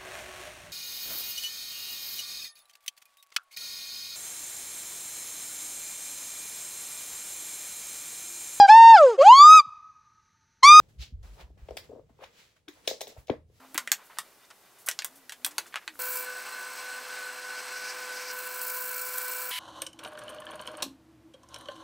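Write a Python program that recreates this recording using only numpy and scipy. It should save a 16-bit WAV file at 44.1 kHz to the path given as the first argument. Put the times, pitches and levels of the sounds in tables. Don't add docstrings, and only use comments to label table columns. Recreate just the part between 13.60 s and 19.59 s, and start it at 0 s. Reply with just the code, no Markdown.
import sys
import numpy as np
from scipy import signal
from scipy.fft import rfft, irfft
from scipy.io import wavfile
from scipy.ndimage import uniform_filter1d

SR = 44100
rng = np.random.default_rng(int(sys.argv[2]) if len(sys.argv) > 2 else 0)


def materialize(psi):
    bounded = np.clip(np.atleast_2d(psi).T, -1, 1)
    quanta = np.round(bounded * 32767).astype(np.int16)
    wavfile.write(sys.argv[1], SR, quanta)


N = 264159
TIME = np.arange(N) / SR
DRILL_START_S, TOOL_START_S = 2.391, 5.912

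# frequency in Hz, relative density in dB per Hz.
SHOP_AIR_SPECTRUM = [(25, -32), (150, -13), (400, -6), (770, -6.5), (1100, -7.5), (2400, -15),
                     (7100, -17.5), (15200, -17.5), (16500, -33)]
SHOP_AIR_DB = -60
# time in seconds, pitch in Hz, level in dB.
ENGINE_PASSAGES = [
    [(0.0, 259, -60), (0.138, 266.5, -63), (0.38, 211, -72)],
    [(1.5, 249, -67), (1.578, 282, -65), (1.66, 249, -72)],
    [(1.78, 250.6, -71), (1.822, 246, -63), (2.05, 353, -66.5)],
    [(2.27, 345, -71), (2.304, 322, -58), (2.37, 276, -71)],
]
# time in seconds, level in dB.
RUSTLE_LEVELS = [(0.0, -67), (0.42, -63), (0.75, -67), (1.71, -70), (2.25, -61), (2.39, -80)]
# start in seconds, length in seconds, centre in Hz, level in dB.
SCUFFS = [(0.0, 0.062, 860, -58), (0.145, 0.02, 1780, -43), (0.215, 0.02, 1190, -57),
          (0.376, 0.07, 1150, -59), (0.44, 0.039, 12000, -63), (0.496, 0.04, 1204, -56),
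          (0.57, 0.0089, 1380, -50.5), (0.848, 0.011, 6230, -65.5), (0.903, 0.018, 1370, -54.5),
          (0.902, 0.013, 5570, -57.5), (1.184, 0.052, 10800, -61), (1.261, 0.016, 11300, -43),
          (1.275, 0.028, 1530, -42.5), (1.554, 0.033, 11600, -60), (1.865, 0.022, 900, -51),
          (1.907, 0.019, 1590, -57.5), (1.908, .013, 7400, -54), (2.057, 0.017, 1620, -56),
          (2.064, .024, 7300, -58.5), (2.125, 0.015, 2160, -54), (2.156, 0.023, 1630, -40),
          (2.213, 0.032, 1470, -58.5), (2.338, .087, 12500, -63)]

# start in seconds, crack peak in dB, board ring peak in dB (both before the bass
# cut and echoes), contact length in seconds, tilt of the crack in dB per octave.
KNOCKS = [(0.144, -14, -29, .0011, 11.5), (0.177, -4, -12, 0.0046, 1.5), (0.274, -20, -25, 0.0019, -6),
          (0.317, 1, -15.5, .002, 3.3), (0.325, -12, -23, 0.0014, 3), (0.585, -12.5, -21.5, 0.0077, 3.3),
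          (1.261, -27, -48, .0008, 12), (1.2647, -24, -48, .0008, 11), (1.268, -15, -39, .0008, 14),
          (1.286, -7, -18.5, 0.003, 1.7), (1.312, -16, -40, 0.0047, 1.2),
          (1.389, -11.5, -27.5, 0.0037, -3.8), (1.42, -23.5, -33, .0036, -2.5),
          (1.445, -8.5, -22.5, 0.0051, 8.5), (1.558, -38, -60, .003, 8), (1.694, -24, -37, 0.0054, 0.3),
          (1.721, -23, -34, .007, 0.5), (1.846, -6, -28.5, 0.0043, 3.5), (1.863, -7.5, -26, 0.0022, 12),
          (1.981, -7, -17.5, 0.0035, 1.5), (2.141, -24, -24, .0015, -5), (2.157, -18.5, -23, 0.0014, -5.5),
          (2.277, -19, -25.5, 0.0023, -6)]
# frequency in Hz, relative level in dB.
CRACK_SPECTRUM = [(500, -109), (1500, 11), (3500, 10.5), (6000, 6), (8500, 4.5), (12000, -1),
                  (16500, -10.5)]
# frequency in Hz, relative level in dB, 60 dB decay in seconds.
BOARD_MODES = [(670, -15, .016), (840, -11, .015), (1120, -4, .013), (1350, -4, .011), (1580, -1, .011),
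               (1950, 2, .01), (2350, -1, .007), (2850, -4, .005), (3550, -2, .005), (4300, -8, .003)]
# start in seconds, frequency in Hz, level in dB, 60 dB decay in seconds.
BENCH_THUD = (.1515, 310, -31, .045)
ECHO_DB, ECHO_TREBLE_T60_S, ECHO_BASS_T60_S = -4.5, 0.092, 0.11

# time in seconds, share 0-1.
FEED = [(2.6, 0.92), (2.67, 0.22), (3.9, 0.0), (4.7, 0.21), (4.73, 0.57), (4.9, 0.55), (5.08, 0.88),
        (5.9, 0.81)]
HUM_HZ = 501.6
# time in seconds, level in dB.
HUM_LEVELS = [(2.4, -47.5), (2.72, -48.5), (2.82, -57.5), (3.16, -56.5), (3.24, -54), (4.2, -53),
              (4.65, -49), (5.9, -49.5)]
# frequency in Hz, level in dB.
LOADED_LINES = [(1022, -58.5), (1330, -57), (1356, -53), (1525, -54.5), (2329, -53.5)]
SECOND_LINE_DB = -50
THIRD_LINE_DB, ROTOR_LINE_DB, ROTOR_LOADED_DB = -46, -45, -16
BEAT_HZ, IN_STEP_S = 3.35, 3.6
HOUSING_DB = -51
# mean frequency in Hz, level in dB before flicker.
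DRILL_WHINES = [(250, -74), (375.5, -70), (625, -67), (750, -63.5), (1126, -65), (1169, -59.5), (1712, -57),
                (8080, -62)]
# frequency in Hz, width in Hz, relative level in dB.
FRAME_MODES = [(1032, 13, -5), (1493, 102, -7.5), (2170, 17, -11), (2638, 133, -15), (4128, 86, -14.5),
               (8020, 215, -17.5)]
# frequency in Hz, relative density in dB per Hz.
RUNNING_SPECTRUM = [(15, -60), (25, -58), (120, -40), (273, -24), (445, -18.5), (700, -14.5), (1030, -9.5),
                    (1510, -12.5), (2000, -11), (2900, -17), (3800, -17.5), (4200, -17), (7100, -20),
                    (9500, -23.5), (14800, -42), (16500, -53)]
RUNNING_DB, FRAME_DB = -45.5, -45
RUNNING_LOADED_DB, FRAME_LOADED_DB = -2, -0.5
# stop in seconds, length in seconds, peak in dB.
RUBS = [(3.196, .05, -50), (4.003, 0.11, -45), (4.32, 0.27, -40.5), (4.714, 0.39, -44),
        (5.103, 0.035, -42.5)]
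RUB_FLOOR_DB, RUB_GROW_DB, RUB_STOP_S = -52.5, 20.5, 0.011
SPINDLE_HZ = 28.7
EDGE_FREE_DB, EDGE_FED_DB = -60, -34
SHAVING_FREE_DB, SHAVING_FED_DB = -56, -37
# frequency in Hz, relative density in dB per Hz.
SHAVING_SPECTRUM = [(3000, -47), (4200, 0.5), (6200, 0.5), (7900, 8), (9700, 5), (12500, 8), (14500, 4),
                    (16500, -11)]
# start in seconds, burst level in dB before its band filter.
CHIPS = [(5.016, -23), (5.0484, -26), (5.0978, -27), (5.164, -28), (5.582, -16.5)]

# frequency in Hz, relative density in dB per Hz.
TOOL_AIR_SPECTRUM = [(400, -39), (700, -19), (1200, -16.5), (2050, -3.5), (2500, -9), (3100, -2),
                     (3700, -7.5), (6800, -18), (10300, -13), (15600, -20), (16500, -35)]
TOOL_AIR_DB = -35
# frequency in Hz, level in dB.
TOOL_LINES = [(1001, -47), (2245, -47), (2998, -42.5), (3994, -48.5)]

HISS_DB, HISS_BASS_HZ = -64.5, 404
TOP_HZ, STEP_HZ, STEP_DB = 16700, 15750, -28


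def undb(db):
    return 10 ** (np.asarray(db) / 20)


def level(x, db):
    return x * undb(db) / np.sqrt(np.mean(x ** 2))


def colour(x, points):
    hz, db = np.transpose(points)
    log_hz = np.log(np.arange(len(x) // 2 + 1) * SR / len(x) + 1)
    return irfft(rfft(x) * undb(np.interp(log_hz, np.log(hz), db)), len(x))


def band(x, hz, width_hz):
    return signal.lfilter(*signal.iirpeak(hz, hz / width_hz, SR), x)


def noise():
    return rng.standard_normal(N)


def walk(rate):
    hold = int(SR / rate)
    steps = np.repeat(rng.standard_normal(N // hold + 1), hold)
    smooth = uniform_filter1d(uniform_filter1d(steps, hold), hold)
    return 1.388 * smooth[:N]


def sine(hz):
    phase = 2 * np.pi * np.cumsum(hz * np.ones(N)) / SR
    return np.sqrt(2) * np.sin(phase + rng.uniform(0, 2 * np.pi))


def fade(t, t60):
    return np.exp(-np.log(1000) * t / t60)


def add(out, s, x):
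    i = int(s * SR)
    out[i:i + len(x)] += x[:len(out) - i]


def shop_air():
    return level(colour(noise(), SHOP_AIR_SPECTRUM), SHOP_AIR_DB) * undb(1.8 * walk(8.77))


def far_engine():
    out = np.zeros(N)
    for rows in ENGINE_PASSAGES:
        s, hz, db = np.transpose(rows)
        edge = np.clip(np.minimum(TIME - s[0] + .02, s[-1] + 0.051 - TIME) / 0.03, 0, 1)
        out += edge * undb(np.interp(TIME, s, db)) * sine(np.interp(TIME, s, hz))
    return out


def rustle():
    grains = noise() * undb(3.9 * walk(39.73))
    boards = sum(undb(db) * band(grains, hz, 170) for hz, db, _ in BOARD_MODES)
    return level(boards, 0) * undb(np.interp(TIME, *np.transpose(RUSTLE_LEVELS)))


def scuffs():
    out = np.zeros(N)
    for s, length_s, hz, db in SCUFFS:
        t = TIME[:int(2 * length_s * SR)] / length_s
        grit, grain = rng.standard_normal((2, SR // 5))[:, :len(t)]
        swell = np.minimum(t / 0.05, 1) * np.exp(-np.maximum(t - .7, 0) / 0.45)
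        rub = grit * undb(9.3 * uniform_filter1d(grain, size=60)) * swell
        add(out, s, level(band(band(rub, hz, 0.83 * hz), hz, 1.3 * hz), db))
    return out


def shop_answer(t):
    grit = rng.standard_normal(len(t))
    bright = signal.sosfilt(signal.butter(2, 3000, "high", fs=SR, output="sos"), grit)
    room = bright * fade(t, ECHO_TREBLE_T60_S) + (grit - bright) * fade(t, ECHO_BASS_T60_S)
    room *= np.minimum(t / 0.00063, 1)
    room *= undb(ECHO_DB) / np.sqrt(np.sum(room ** 2))
    room[0] = 1
    return room


def contact(t, touch_s):
    grit = rng.standard_normal(len(t))
    late = np.maximum(t - .0011, 0)
    grit[np.argmax(late > 0) + np.arange(2)] = 2.5, -2.5
    scatter = 0.38 * np.exp(-late / np.clip(touch_s, 3e-4, .03))
    return grit * np.where(late > 0, np.exp(-late / 0.00027) + scatter, .03)


def board_ring(t):
    hz, db, t60 = np.transpose(BOARD_MODES)[:, :, None]
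    place = rng.standard_normal((2, len(BOARD_MODES), 1))
    tones = np.sin(2 * np.pi * hz * (1 + .04 * place[1]) * t)
    return np.sum(undb(db + 1.5 * place[0]) * tones * fade(t, t60), axis=0)


def knocks():
    out, t = np.zeros(N), TIME[:SR // 5]
    small = signal.butter(3, 720, "high", fs=SR, output="sos")
    for s, crack_db, ring_db, touch_s, tilt_db in KNOCKS:
        push = contact(t, touch_s)
        crack = colour(push, [(hz, db + tilt_db * np.log2(hz / 5000)) for hz, db in CRACK_SPECTRUM])
        ring = signal.fftconvolve(push, board_ring(t))[:len(t)]
        blow = undb(crack_db) * crack / np.abs(crack).max()
        blow += undb(ring_db) * ring / np.abs(ring).max()
        add(out, s, signal.fftconvolve(signal.sosfilt(small, blow), shop_answer(t))[:len(t)])
    return out


def bench_thud():
    out, t = np.zeros(N), TIME[:SR // 5]
    s, hz, db, t60 = BENCH_THUD
    add(out, s, undb(db) * np.sin(2 * np.pi * hz * t) * fade(t, t60) * np.minimum(t / 0.0029, 1))
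    return out


def motor_hum(load):
    hum_db = np.interp(TIME, *np.transpose(HUM_LEVELS))
    out = undb(hum_db + 0.3 * walk(30)) * sine(HUM_HZ)
    out += load * sum(undb(db + 2.6 * walk(12)) * sine(hz) for hz, db in LOADED_LINES)
    out += load * undb(SECOND_LINE_DB + 0.51 * walk(30)) * sine(2 * HUM_HZ)
    slip = np.exp(-2j * np.pi * BEAT_HZ * (TIME - IN_STEP_S))
    rotor = undb(ROTOR_LINE_DB + ROTOR_LOADED_DB * load) * slip
    third = np.exp(2j * np.pi * (3 * HUM_HZ * TIME + rng.uniform()))
    beating = np.real((undb(THIRD_LINE_DB) + rotor) * third)
    return out + np.sqrt(2) * undb(0.86 * walk(40)) * beating


def running_noise(load):
    out = level(band(noise(), 1573, 60), HOUSING_DB)
    for hz, db in DRILL_WHINES:
        out += undb(db + 2.1 * walk(30)) * sine(hz * (1 + 0.001846 * walk(12)))
    rattle = noise() * undb(1.57 * walk(80))
    frame = sum(undb(db) * band(rattle, hz, width) for hz, width, db in FRAME_MODES)
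    running = level(colour(noise(), RUNNING_SPECTRUM), RUNNING_DB)
    out += running * undb(1.3 * walk(6) + RUNNING_LOADED_DB * load)
    return out + level(frame, FRAME_DB) * undb(FRAME_LOADED_DB * load)


def board_rubs():
    rub = undb(RUB_FLOOR_DB)
    for s, length_s, db in RUBS:
        times = [s - length_s, s, s + RUB_STOP_S]
        growth_db = np.interp(TIME, times, [-RUB_GROW_DB, 0, -RUB_GROW_DB])
        rub = rub + undb(db + growth_db) * (TIME > times[0]) * (TIME < times[2])
    grit = noise() * undb(1.5 * walk(90))
    scrape = band(grit, 4900, 520)
    scrape += undb(-3.5) * band(grit, 5570, 620)
    scrape += undb(3.5) * band(grit, 2330, 200)
    return rub * level(scrape, 0)


def cutting(edge, shave):
    turn = SPINDLE_HZ * TIME + 0.085 * walk(3.85)
    bite = 1 + 0.29 * np.cos(4 * np.pi * turn) + 0.027 * np.cos(2 * np.pi * turn)
    hiss = noise() * np.sqrt(bite) * undb(1.9 * walk(150))
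    hiss = band(band(hiss, 14900, 2700), 14900, 2700)
    shaving = colour(noise() * bite * undb(2.37 * walk(250)), SHAVING_SPECTRUM)
    return edge * level(hiss, 0) + shave * level(shaving, 0)


def chips():
    out, t = np.zeros(N), TIME[:SR // 50]
    for s, db in CHIPS:
        burst = rng.standard_normal(len(t)) * fade(t, 0.027)
        add(out, s, undb(db) * band(burst, 14000, 4500))
    return out


def drill():
    feed = np.clip(np.interp(TIME, *np.transpose(FEED)), 0, 1)
    edge = undb(EDGE_FREE_DB + (EDGE_FED_DB - EDGE_FREE_DB) * feed)
    shave = undb(SHAVING_FREE_DB + (SHAVING_FED_DB - SHAVING_FREE_DB) * feed)
    load = np.clip(edge / undb(-43), .08, 1)
    return motor_hum(load) + running_noise(load) + board_rubs() + cutting(edge, shave) + chips()


def tool():
    air = level(colour(noise() * undb(1.0 * walk(90)), TOOL_AIR_SPECTRUM), TOOL_AIR_DB)
    return air + sum(undb(db) * sine(hz) for hz, db in TOOL_LINES)


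def faint_hiss():
    broad = level(np.array([colour(noise(), [(100, 4), (600, -1)]) for _ in range(2)]), HISS_DB)
    bass = signal.sosfilt(signal.butter(6, HISS_BASS_HZ, fs=SR, output="sos"), broad)
    return np.where(TIME < DRILL_START_S, broad, bass)


def scene():
    bench = shop_air() + far_engine() + rustle() + scuffs() + knocks() + bench_thud()
    machines = np.where(TIME < TOOL_START_S, drill(), tool())
    return np.where(TIME < DRILL_START_S, bench, machines) + faint_hiss()


def record(dry):
    clipped = np.clip(dry, -.95, .95)
    step = signal.sosfilt(signal.ellip(8, .2, -STEP_DB, STEP_HZ, fs=SR, output="sos"), clipped)
    return signal.sosfilt(signal.ellip(12, .2, 85, TOP_HZ, fs=SR, output="sos"), step)


dry = scene()
out = record(dry)
materialize(out)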